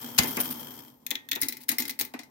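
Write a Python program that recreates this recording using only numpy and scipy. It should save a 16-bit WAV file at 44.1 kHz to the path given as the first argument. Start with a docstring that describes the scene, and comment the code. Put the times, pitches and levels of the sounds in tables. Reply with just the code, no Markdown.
"""A small room, a stereo microphone close to the open mechanism of an old slot machine as it cycles.
The clockwork whirs and runs down while a heavy lever clacks home and a spring sticks and scrapes.
Then steel pawls and latches click at uneven times, each shaking the frame; a latch rasps over its
catch, and parts clunk to rest on the hollow housing. The near walls add a short tail."""
import sys
import numpy as np
from scipy import signal
from scipy.fft import rfft, irfft
from scipy.io import wavfile

SR = 44100
rng = np.random.default_rng(int(sys.argv[2]) if len(sys.argv) > 2 else 0)


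def bounce(signal):
    """Save signal as a 16-bit WAV file at the path given by the first command-line argument."""
    frames = np.transpose(np.atleast_2d(signal))
    limited = np.clip(frames, -1, 1)
    pcm = np.round(limited * 32767).astype(np.int16)
    wavfile.write(sys.argv[1], SR, pcm)


N = 101429

# the lever's blows: start_s, body_db, treble_db
LEVER_BLOWS = [(.1798, -32, -22), (.1848, -23.5, -14), (.1878, -21, -22), (.1908, -28, -16),
               (.2333, -37, -28), (.369, -42.5, -22.5)]
# its dense clash as a spectrum: freq_hz, level_db
LEVER_SPECTRUM = [(530, -31), (900, -16), (1570, -3.5), (2660, -5.5), (4920, -4), (9090, -12.5), (11600, 0),
                  (16000, -8.5)]
# its distinct modes: pitch_hz, level_db, t60_s
LEVER_MODES = [(2080, -9.5, 0.26), (2900, -7.5, 0.1), (4140, -9, 0.044), (4930, 0, 0.028),
               (6300, 6.5, 0.025), (6780, -1, .06), (13800, 6, 0.029)]
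def lever():
    """The heavy lever clacks home, steel on steel, close to the microphone."""
    return steel(LEVER_BLOWS, LEVER_SPECTRUM, LEVER_MODES, dense_t60_s=0.064, modes_db=-7.5,
                 body_gain_db=1, treble_gain_db=-10.5, frame_db=-21.5)


# latch snaps: start_s, body_db, treble_db
LATCH_SNAPS = [(1.4153, -42, -19.5), (1.422, -27.5, -60), (1.431, -30, -25.5), (1.4849, -31.5, -25),
               (1.524, -36.5, -36), (1.569, -44.5, -41.5), (1.69, -23.5, -18.5), (1.7155, -31, -27),
               (1.784, -26, -22), (1.8016, -32, -29), (1.822, -34, -31), (1.853, -36, -35.5),
               (1.895, -32, -37), (1.99, -34.5, -25.5), (2.0105, -30, -25.5), (2.05, -44, -36.5),
               (2.138, -43.5, -53), (2.191, -39, -49.5), (2.233, -48.5, -55)]
# a latch's dense clash as a spectrum: freq_hz, level_db
LATCH_SPECTRUM = [(1000, -54), (1590, -12.5), (2050, -5), (3050, -11.5), (4020, -5.5), (7350, -14.5),
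                  (13300, -3.5), (16000, -2.5)]
# its distinct modes: pitch_hz, level_db, t60_s
LATCH_MODES = [(1980, -4, .035), (2080, -.5, .065), (2486, -6, .06), (3930, -6, .07), (5300, -3, .035),
               (5650, -8, .045), (6640, -7, .045), (8800, -11, .04), (10700, -7, .05), (13350, 8, .065),
               (15700, 0, .06)]
def latches():
    """Bright latches snap and rebound."""
    return steel(LATCH_SNAPS, LATCH_SPECTRUM, LATCH_MODES, dense_t60_s=0.14, modes_db=-1.5,
                 body_gain_db=-4.5, treble_gain_db=-3.5, frame_db=-17)


# pawl drops: start_s, body_db, treble_db
PAWL_DROPS = [(1.0653, -38, -31.5), (1.1062, -36, -27), (1.1122, -27, -31), (1.154, -28, -38.5),
              (1.288, -41.5, -40.5), (1.3137, -32, -29), (1.317, -22, -30.5), (1.331, -30.5, -35),
              (1.353, -46, -33.5), (1.3585, -33, -32.5)]
# a pawl's dense clash as a spectrum: freq_hz, level_db
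PAWL_SPECTRUM = [(590, -59.5), (1000, -27), (1850, 4.5), (3120, -2), (3580, 10.5), (4680, -10.5),
                 (6550, -9), (8260, -31), (12700, -20), (16000, -18.5)]
# its distinct modes: pitch_hz, level_db, t60_s
PAWL_MODES = [(1870, -8, .33), (2070, -8, .08), (2560, 4, .03), (3480, 2, .03), (3700, 0, .04),
              (13700, -6, .04)]
def pawls():
    """Light pawls drop with short clicks."""
    return steel(PAWL_DROPS, PAWL_SPECTRUM, PAWL_MODES, dense_t60_s=0.048, modes_db=-3.5,
                 body_gain_db=-5, treble_gain_db=-2, frame_db=-27)


# the frame's dense modes as a spectrum: freq_hz, level_db
FRAME_SPECTRUM = [(70, -37.5), (130, -0.5), (180, -35.5), (250, 14), (380, -4), (900, -15), (1600, -7.5),
                  (4000, -61)]
# its distinct modes: pitch_hz, level_db, t60_s
FRAME_MODES = [(153, -20, 0.18), (238.9, 1.5, 0.18), (281.8, 5, 0.16), (375, -10.5, .22), (871, -11, 0.29)]
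def steel(blows, spectrum, modes, dense_t60_s, modes_db, body_gain_db, treble_gain_db, frame_db):
    """Steel on steel: a contact crack, a dense clash, a few ringing pitches, the frame swelling after."""
    out, t = np.zeros((2, N)), np.arange(SR // 3) / SR
    contact_s, frame_attack_s = .0004, .008
    crack = undb(6.5) * fade(t, t60_s=.012)
    envelope = (fade(t, dense_t60_s) + crack) * rise(t, contact_s)
    for start_s, body_db, treble_db in blows:
        hit = at_level(noise(spectrum, len(t)) * envelope, 0) + at_level(ring(modes, t), modes_db)
        body, treble = split(hit, hz=8230)
        shake = at_level(noise(FRAME_SPECTRUM, len(t)) * fade(t, 0.19), 0)
        shake += at_level(ring(FRAME_MODES, t), 0.52)
        add(out, start_s, at_level(body, body_db + body_gain_db))
        add(out, start_s, at_level(treble * fade(t, .16), treble_db + treble_gain_db))
        add(out, start_s, at_level(shake * rise(t, frame_attack_s, power=2), body_db + frame_db))
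    return out


# scrapes of the spring: start_s, length_s, level_db
SCRAPES = [(0.225, 0.018, -35.5), (0.271, 0.031, -33), (0.305, .022, -30.5), (0.399, 0.03, -22),
           (0.433, 0.039, -37.5), (0.502, 0.051, -33), (0.598, 0.043, -46.5)]
# their hiss: freq_hz, level_db
SPRING_SPECTRUM = [(3000, -14), (6000, -16.5), (8500, -21.5), (9300, -14.5), (9700, 3), (10400, -14),
                   (12500, -16.5), (13500, 2.5), (13980, 3.5), (14300, 1), (16000, -26.5)]
def spring(slip_hz=170, sing_hz=14015, sing_db=-18):
    """A spring sticks and slips along its seat, and sings on thinly after each scrape."""
    out, t = np.zeros((2, N)), np.arange(SR) / SR
    for start_s, length_s, level_db in SCRAPES:
        slips = bursts(ticks(slip_hz, jitter=.3, scatter_db=1.5), t60_s=0.059)[-len(t):]
        envelope = rise(t, 0.002) * fade(np.maximum(t - length_s / 2, 0), t60_s=0.023)
        sing = np.sin(2 * np.pi * (rng.normal(sing_hz, 25) * t + rng.random((2, 1)))) * fade(t, 1.1)
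        scrape = noise(SPRING_SPECTRUM, len(t)) * slips * envelope
        add(out, start_s, undb(level_db) * (scrape + undb(sing_db) * sing))
    return out


# dull knocks on the casing: start_s, level_db
KNOCKS = [(.187, -27.5), (0.237, -33.5), (0.371, -30), (1.111, -42.5), (1.36, -41.5), (1.716, -43),
          (2.004, -42.5)]
# the casing's dense modes as a spectrum: freq_hz, level_db
CASING_SPECTRUM = [(100, -36.5), (300, 7), (600, -1.5), (880, 4), (1500, -5.5), (2500, 0), (6000, -57)]
# its distinct modes: pitch_hz, level_db, t60_s
CASING_MODES = [(235.4, 6.5, 0.11), (679, 1.5, 0.027), (820, -1, .05), (900, -2, .05), (1155, -4, 0.05),
                (1585, -4.5, 0.05)]
# thuds of the whole machine on its stand: start_s, level_db
THUDS = [(0.19, -29.5), (0.374, -45), (1.422, -49)]
# the stand's low thump: freq_hz, level_db
STAND_SPECTRUM = [(25, -23.5), (70, -12.5), (130, -5), (200, -9.5), (600, -43.5)]
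def casing():
    """Dull knocks ring the casing; a few blows also thump the stand."""
    out, t = np.zeros((2, N)), np.arange(SR // 3) / SR
    for start_s, level_db in KNOCKS:
        knock = at_level(noise(CASING_SPECTRUM, len(t)) * fade(t, 0.13), 0)
        knock += at_level(ring(CASING_MODES, t), -5.1)
        add(out, start_s, at_level(knock * rise(t, 0.0045), level_db))
    for start_s, level_db in THUDS:
        thud = noise(STAND_SPECTRUM, len(t)) * fade(t, 0.064) * rise(t, 0.0019)
        add(out, start_s, at_level(thud, level_db))
    return out


# drags of a latch: start_s, length_s, level_db
DRAGS = [(1.404, .014, -43), (1.603, 0.039, -46), (1.683, 0.0082, -28), (1.789, 0.015, -26.5),
         (1.878, 0.032, -31), (1.995, 0.024, -26)]
def latch_drags(bounce_hz=380):
    """A latch drags over its catch: tiny bounces run together into a short rasp."""
    out, t = np.zeros((2, N)), np.arange(SR // 3) / SR
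    for start_s, length_s, level_db in DRAGS:
        chatter = bursts(ticks(bounce_hz, jitter=.5, scatter_db=2), t60_s=.012)[:len(t)]
        release = fade(np.maximum(t - length_s, 0), t60_s=.024)
        add(out, start_s, undb(level_db) * noise(LATCH_SPECTRUM, len(t)) * chatter * release)
    return out


# parts landing on the housing: start_s, level_db
CLUNKS = [(2.14, -37), (2.193, -47.5)]
# the housing's walls: pitch_hz, level_db, t60_s
WALL_MODES = [(715, 0, .045), (790, -6, .12), (1040, -3, .04), (1520, 0, .05), (1900, -1, .035)]
def housing_clunks(cavity_hz=272, cavity_t60_s=.035, wall_db=-5, rattle_db=-4):
    """A part comes to rest on the hollow housing: the walls ring at once, the cavity booms just after."""
    out, t = np.zeros((2, N)), np.arange(SR // 3) / SR
    onset = rise(t, 0.00045)
    for start_s, level_db in CLUNKS:
        boom = at_level(ring([(cavity_hz, 0, cavity_t60_s)], t) * rise(t, .012, power=4), level_db)
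        walls = at_level(ring(WALL_MODES, t) * onset, level_db + wall_db)
        rattle = at_level(noise(CASING_SPECTRUM, len(t)) * fade(t, 0.14) * onset, level_db + rattle_db)
        add(out, start_s, boom + walls + rattle)
    return out


# the drive running down: time_s, tooth_db, rumble_db
DRIVE_LEVELS = [(0, -44.5, -38.5), (0.166, -46.5, -47), (0.237, -37, -35), (.35, -44, -43.5),
                (.42, -39, -41), (.56, -46.5, -44), (.68, -48, -45.5), (0.81, -50.5, -51),
                (.9, -62.5, -57.5), (0.982, -74.5, -62), (1.06, -74, -62)]
# meshing teeth: freq_hz, level_db
TOOTH_SPECTRUM = [(700, -17.5), (1200, -2), (2400, -8), (4000, -26.5), (5300, -6), (6400, -15.5),
                  (8450, -30), (13800, 4), (16000, -14)]
# the gear wheel's resonance: freq_hz, level_db
WHEEL_SPECTRUM = [(2700, -33.5), (3040, -7), (3170, 5), (3300, -5), (3700, -13)]
# the frame's rumble: freq_hz, level_db
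RUMBLE_SPECTRUM = [(24, -70), (40, -51.5), (139, -4), (182, -19), (248, 4.5), (350, -12.5), (397, -11),
                   (707, -15.5), (911, -8.5), (1460, -26.5), (3000, -33), (3900, -79.5)]
def clockwork(tooth_hz=68, grit_hz=260, grit_db=-4.5, rub_db=-5, wheel_db=-.5, frame_db=-14.5):
    """Gear teeth tick and rattle, ring the wheels and make the frame rumble until the drive runs down."""
    t = np.arange(N) / SR
    time_s, tooth_db, rumble_db = np.array(DRIVE_LEVELS).T
    pulses = ticks(tooth_hz, jitter=.2, scatter_db=2.5)
    pulses += undb(grit_db) * ticks(grit_hz, jitter=.7, scatter_db=3)
    teeth = noise(TOOTH_SPECTRUM, N) * np.hypot(bursts(pulses, t60_s=.03), undb(rub_db))
    wheels = undb(wheel_db) * noise(WHEEL_SPECTRUM, N) * bursts(pulses, t60_s=.06)
    frame = unit_rms(signal.fftconvolve(pulses[None], ring(FRAME_MODES, t[:SR // 3]))[:, :N])
    rumble = noise(RUMBLE_SPECTRUM, N) * bursts(pulses, t60_s=0.81) + undb(frame_db) * frame
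    whir = undb(np.interp(t, time_s, tooth_db)) * (teeth + wheels)
    return whir + undb(np.interp(t, time_s, rumble_db)) * rumble


# room tone: freq_hz, level_db
ROOM_TONE = [(18, -39.5), (30, -14), (239, -1), (3220, -53), (3580, -27), (14400, -29.5), (16000, -40.5)]
def room(x, tail_db=-13, tone_db=-68):
    """Close walls give a short tail whose treble dies first, over faint room tone."""
    t = np.arange(SR // 2) / SR
    low, high = split(rng.standard_normal((2, len(t))), hz=2100)
    tail = (low * fade(t, t60_s=.32) + high * fade(t, t60_s=.19)) * rise(t, 0.0047, power=2)
    reverb = signal.fftconvolve(x, unit_rms(tail) / np.sqrt(len(t)), axes=1)[:, :N]
    return x + undb(tail_db) * reverb + undb(tone_db) * noise(ROOM_TONE, N)


def noise(spectrum, size, lag_s=0.0003754):
    """Coloured noise at two microphone ports: the right one lags, and the bass is the most alike."""
    hz = np.fft.rfftfreq(size, 1 / SR)
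    left, unrelated = np.exp(2j * np.pi * rng.random((2, len(hz))))
    likeness = at_hz([(350, 1), (1200, 0.086)], hz)
    right = (likeness * left + np.sqrt(1 - likeness ** 2) * unrelated) * np.exp(-2j * np.pi * hz * lag_s)
    return unit_rms(irfft(np.array([left, right]) * undb(at_hz(spectrum, hz)), size))


def ring(modes, t, scatter_db=5, detune=.021):
    """Fading modes, weighted and detuned anew each blow; high ones reach the ports out of step."""
    out = 0
    for hz, level_db, t60_s in modes:
        phase = 2 * np.pi * (rng.random() + rng.random((2, 1)) * min(hz / 2500, 1))
        gain = undb(level_db + scatter_db * rng.standard_normal())
        pitch_hz = hz * (1 + detune * rng.uniform(-0.88, 1))
        out = out + gain * np.sin(2 * np.pi * pitch_hz * t + phase) * fade(t, t60_s)
    return out


def ticks(rate_hz, jitter, scatter_db):
    """A train of impulses, uneven in spacing and strength."""
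    out = np.zeros(N)
    spacing, weight = rng.standard_normal((N // 50, 2)).T
    at = (np.cumsum(np.exp(jitter * spacing)) * SR / rate_hz).astype(int)
    out[at[at < N]] = undb(scatter_db * weight[at < N])
    return out


def bursts(pulses, t60_s):
    """The envelope of a fading burst at every impulse."""
    energy = signal.lfilter([1], [1, -fade(1 / SR, t60_s) ** 2], pulses ** 2 + 1e-12)
    return unit_rms(np.sqrt(energy))


def at_level(x, db, window_s=.018):
    """Sets the RMS level of the first moments of a blow."""
    return x * undb(db) / np.sqrt(np.mean(x[:, :int(window_s * SR)] ** 2))


def at_hz(points, hz):
    """Reads (Hz, value) points on a log-frequency axis."""
    freq_hz, values = np.array(points, float).T
    return np.interp(np.log(hz + 1), np.log(freq_hz), values)


def split(x, hz):
    """The parts below and above a frequency."""
    return [signal.sosfilt(signal.butter(4, hz, kind, fs=SR, output="sos"), x) for kind in ("low", "high")]


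def rise(t, attack_s, power=1):
    return 1 - np.exp(-(t / attack_s) ** power)


def fade(t, t60_s):
    return np.exp(-np.log(1000) * t / t60_s)


def undb(db):
    return 10 ** (np.asarray(db) / 20)


def unit_rms(x):
    return x / np.sqrt(np.mean(x ** 2) + 1e-20)


def add(out, start_s, x):
    i = int(start_s * SR)
    out[:, i:i + x.shape[1]] += x[:, :max(N - i, 0)]


def scene():
    """One cycle of the machine, heard close up in the small room."""
    clicks = lever() + pawls() + latches()
    return room(clicks + latch_drags() + casing() + housing_clunks() + spring() + clockwork())


# balance at the microphone: freq_hz, left_minus_right_db
MIC_BALANCE = [(70, 11), (170, -4.5), (400, 5), (1200, -1.5), (2500, 2), (5000, 9.5), (9000, 2.5),
               (14000, 6)]
def record(dry, low_cut_hz=50, top_hz=15800):
    """The left port faces the machine and hears more of it; the deepest bass and the top are cut."""
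    size = 2 * N
    lean_db = at_hz(MIC_BALANCE, np.fft.rfftfreq(size, 1 / SR))
    heard = irfft(rfft(dry, size) * undb(np.array([lean_db, -lean_db]) / 2), size)[:, :N]
    _, heard = split(heard, low_cut_hz)
    return signal.sosfilt(signal.ellip(8, .2, 70, top_hz, fs=SR, output="sos"), heard)


dry = scene()
out = record(dry)
bounce(out)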